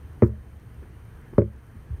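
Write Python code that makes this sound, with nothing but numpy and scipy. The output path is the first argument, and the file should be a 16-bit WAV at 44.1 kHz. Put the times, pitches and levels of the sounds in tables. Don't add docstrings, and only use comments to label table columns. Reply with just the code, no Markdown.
import sys
import numpy as np
from scipy import signal
from scipy.fft import rfft, irfft
from scipy.io import wavfile
from scipy.ndimage import uniform_filter1d

SR = 44100
rng = np.random.default_rng(int(sys.argv[2]) if len(sys.argv) > 2 else 0)


def wrap_up_sound(samples):
    columns = np.atleast_2d(samples).T
    tamed = np.clip(columns, -1, 1)
    steps = np.round(tamed * 32767).astype(np.int16)
    wavfile.write(sys.argv[1], SR, steps)


def invert_db(x):
    u = np.asarray(x, float) / 20
    return 10 ** u


N = 88200


def read(points, hz):
    f, value = np.transpose(points)
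    return np.interp(np.log(hz + 1), np.log(f + 1), value, left=-90, right=-90)


def noise(colour, size, patchy_db=0.):
    hz = np.fft.rfftfreq(size, 1 / SR)
    frames = N // (size // 4) + 5
    real, imaginary, patches = rng.standard_normal((frames, len(hz), 3)).T
    patches = uniform_filter1d(patches, size=9, axis=0)
    patches = uniform_filter1d(patches, size=7, axis=1)
    level_db = read(colour, hz)[:, None] + patchy_db * patches / patches.std()
    spectrum = (real + 1j * imaginary) * invert_db(level_db)
    x = signal.istft(spectrum, nperseg=size, noverlap=size * 3 // 4)[1][:N]
    return x / x.std()


def room():
    # (frequency [Hz], level per Hz [dB])
    rumble_colour = [(20, -21.5), (40, -12), (55, -10), (72, -2), (92, -15.5), (113, -7), (140, -15.5),
                     (190, -22.5)]
    # (frequency [Hz], level per Hz [dB])
    murmur_colour = [(88, -35), (150, -0.5), (367, -7), (401, -15), (438, -2), (485, -10.5), (522, -14.5),
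                     (1690, -17), (5000, -40.5), (6500, -71.5), (11000, -120)]
    # (frequency [Hz], level per Hz [dB])
    hiss_colour = [(4000, -4), (4900, -10), (6000, -2.5), (7600, -10.5), (8800, 0), (10200, -10.5),
                   (11500, -3.5), (14000, -9), (15900, -10)]
    rumble = invert_db(-44) * noise(rumble_colour, size=8192)
    murmur = invert_db(-54) * noise(murmur_colour, size=1024, patchy_db=1.5)
    hiss = invert_db(-73) * noise(hiss_colour, size=512, patchy_db=.6)
    return rumble + murmur + hiss


def whine():
    # (multiple of the base pitch [-], level [dB])
    harmonics = [(1, -80), (2, -97), (3, -79.5), (4, -80.5), (5, -85.5)]
    base_hz = 3073
    period_s, pause_s, first_pause_s = .3225, .036, .268
    t = np.arange(N) / SR
    from_pause_s = abs((t - first_pause_s + period_s / 2) % period_s - period_s / 2)
    gate = np.clip((from_pause_s - pause_s / 2) / .003, 0, 1)
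    drift = uniform_filter1d(rng.standard_normal(N), size=3000)
    turns = np.cumsum(base_hz * (1 + .0005 * drift / drift.std())) / SR
    buzz = sum(invert_db(db) * np.sin(2 * np.pi * round(k) * turns) for k, db in harmonics)
    return gate * 2 ** .5 * buzz


def thumps():
    # (time [s], level [dB], first pitch [Hz], last pitch [Hz], length [s])
    hand = [
        (0.044, -35, 96, 84, 0.035),
        (0.096, -35, 97, 80.5, 0.028),
        (0.787, -38.5, 83, 80, 0.032),
        (1.342, -36, 49.7, 41.6, 0.051),
        (1.747, -43.5, 243, 226, 0.018),
        (1.765, -34.5, 79, 94, 0.037),
        (1.983, -34, 85, 78, 0.047),
    ]
    firm = [
        (1.9035, -25, 140, 58, .03),
        (1.9275, -24, 86, 76, .036),
        (1.328, -35, 330, 250, .005),
        (1.334, -33, 420, 300, .006),
    ]
    out = np.zeros(N + SR)
    for s, db, first_hz, last_hz, length in [*hand, *firm]:
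        u = np.arange(0, 1, 1 / (length * SR))
        hz = last_hz + (first_hz - last_hz) * (1 - u) ** 2
        swell = np.sin(np.pi * u ** .7)
        out[round(s * SR):][:len(u)] -= invert_db(db) * swell * np.sin(2 * np.pi * np.cumsum(hz) / SR)
    return out[:N]


def crackles():
    # (time [s], level [dB])
    ticks = [(0.13, -53.5), (0.2324, -50), (0.4366, -64), (0.5692, -53), (0.5978, -54), (0.6988, -65),
             (0.7445, -54.5), (0.8933, -49.5), (0.9308, -66.5), (1.0515, -55), (1.171, -52.5),
             (1.2141, -53.5), (1.257, -66), (1.3808, -52), (1.534, -51), (1.5623, -53.5), (1.6663, -47.5),
             (1.767, -55.5), (1.9734, -53)]
    out, t = np.zeros(N + 400), np.arange(400) / SR
    for (s, db), grain in zip(ticks, rng.standard_normal((len(ticks), 400))):
        fading_db = np.minimum(db, -55) - 6 - 60 * t / .014
        out[round(s * SR):][:400] += invert_db(fading_db) * grain
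    treble = signal.butter(2, 4500, "high", fs=SR, output="sos")
    return signal.sosfilt(treble, out)[:N]


def bench():
    # (pitch [Hz], t60 [s], swing struck far [-], swing struck near [-])
    top = [(72.7, 0.451, 0.092, 0.085), (107.7, 0.206, -0.137, -0.227), (118.5, 0.252, -0.088, -0.084),
           (162.1, 0.153, 0.073, 0.091), (203.3, 0.183, 0.076, 0.139), (212.0, 0.306, 0.047, 0.063),
           (228.8, 0.091, 0.207, 0.157), (251.0, 0.098, -0.108, 0.013), (333.6, 0.072, -0.251, -0.294),
           (353.5, 0.121, 0.257, 0.261), (393.6, 0.107, -0.102, 0.092), (407.7, 0.061, -0.465, -0.716),
           (424.6, 0.23, 0.049, 0.051)]
    apron = [(457.2, 0.118, -0.034, -0.117), (478.6, 0.03, 0.486, 0.411), (551.9, 0.083, 0.012, 0.329),
             (605.9, 0.044, -0.17, -0.372), (773.2, 0.069, -0.024, -0.024), (925.2, 0.02, 0.102, 0.167),
             (1145.0, 0.02, -0.108, -0.212), (1374.1, 0.054, 0.03, 0.013)]
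    # (time [s], force [-], hardness [Hz], spot [0 far, 1 near])
    blows = [
        (.22028, 1, 2300, 0),
        (.2282, 1.46, 207, 0),
        (1.37978, 1, 900, 1),
        (1.41601, .256, 473, 1),
    ]
    # (time [s], force [dB], hardness [Hz])
    bumps = [
        (.82, -31, 407),
        (0.22, -29, 890),
        (0.44, -47.5, 1200),
        (1.94, -38, 410),
    ]
    spread = .288
    low_hz, loss_hz = 35, 1900
    size = 2 ** 17
    hz = np.fft.rfftfreq(size, 1 / SR)
    w = 2j * np.pi * hz
    modes = np.array([*top, *apron])
    turn = 2 * np.pi * modes[:, :1]
    decay = np.log(1000) / modes[:, 1:2]
    ring = modes[:, 2:].T @ (turn / (turn ** 2 + (w + decay) ** 2))
    hits = [*blows, *((s, invert_db(db), hard_hz, 0) for s, db, hard_hz in bumps)]
    total = 0
    for s, force, hard_hz, spot in hits:
        pulse = force * np.exp(-w * s) / (1 + 1j * hz / hard_hz) ** 2
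        total = total + ring[int(spot)] * pulse
    band = -(hz / loss_hz) ** 4 - (low_hz / (hz + 1)) ** 4
    path = np.exp(-1j * spread * np.sqrt(hz) + band)
    return irfft(total * SR * path, size)[:N]


def clacks():
    # (time [s], ring level [dB], tick level [dB], tick pitch [Hz])
    contacts = [
        (0.2216, -36, -50.5, 4240),
        (.2328, -44, -50.5, 6000),
        (1.3287, -69, -55.5, 1300),
        (1.3355, -61, -48, 1300),
        (1.3815, -41.5, -53.5, 5560),
        (1.3807, -56.5, -51, 4500),
        (1.3826, -68, -47, 3340),
        (1.4178, -56, -59.5, 2300),
        (1.996, -78, -64, 5000),
    ]
    # (frequency [Hz], level per Hz [dB])
    colour = [(400, -12), (560, -3.5), (740, -24), (950, -1), (1400, -10), (2250, -13.5), (3000, -38),
              (9000, -50)]
    # (band centre [Hz], t60 [s])
    band_t60 = [(520, 0.48), (1000, 0.11), (1500, 0.14), (2500, 0.067), (4000, 0.019), (7000, .01)]
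    rise_s = .00094
    snap_db, snap_s, tick_s = 13, .0022, .00045
    out, t = np.zeros(N + 8192), np.arange(8192) / SR
    hz = np.fft.rfftfreq(8192, 1 / SR)
    octave = np.log2(hz / 1000 + 1e-3)
    snap = np.minimum(t / rise_s, 1) * (1 + invert_db(snap_db) * np.exp(-(t / snap_s) ** 2))
    for s, db, tick_db, tick_hz in contacts:
        spectrum = rfft(rng.standard_normal(8192)) * invert_db(read(colour, hz))
        spectrum /= irfft(spectrum).std()
        tick_shape = np.exp(-((t - 2 * tick_s) / tick_s) ** 2)
        sound = invert_db(tick_db) * tick_shape * np.sin(2 * np.pi * tick_hz * t)
        for f, t60 in band_t60:
            share = np.exp(-((octave - np.log2(f / 1000)) / 0.48) ** 2)
            sound = sound + irfft(spectrum * share) * invert_db(db - 60 * t / t60) * snap
        out[round(s * SR):][:8192] += sound
    return out[:N]


def duck():
    t = np.arange(N) / SR
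    dip_db = sum(-4.5 * (t > s + .02) * np.exp(-abs(t - s) / .22) for s in (.2211, 1.3803))
    return invert_db(dip_db)


def rustle():
    # (start [s], length [s], level [dB])
    start, length, db = (.232, .057, -67)
    # (frequency [Hz], level per Hz [dB])
    colour = [(2500, -3), (6000, -3), (9000, -3), (13000, 0), (15700, -3)]
    u = (np.arange(N) / SR - start) / length
    fade = np.clip(np.minimum(u, 1 - u) * 6, 0, 1)
    return invert_db(db) * fade * noise(colour, size=256, patchy_db=1.5)


def scene():
    background = room() + whine() + crackles()
    contacts = thumps() + bench() + clacks() + rustle()
    return (contacts + background * duck())[None]


def top_cut(x):
    return signal.sosfilt(signal.butter(12, 15770, fs=SR, output="sos"), x)


def record(dry):
    return top_cut(dry)


dry = scene()
out = record(dry)
wrap_up_sound(out)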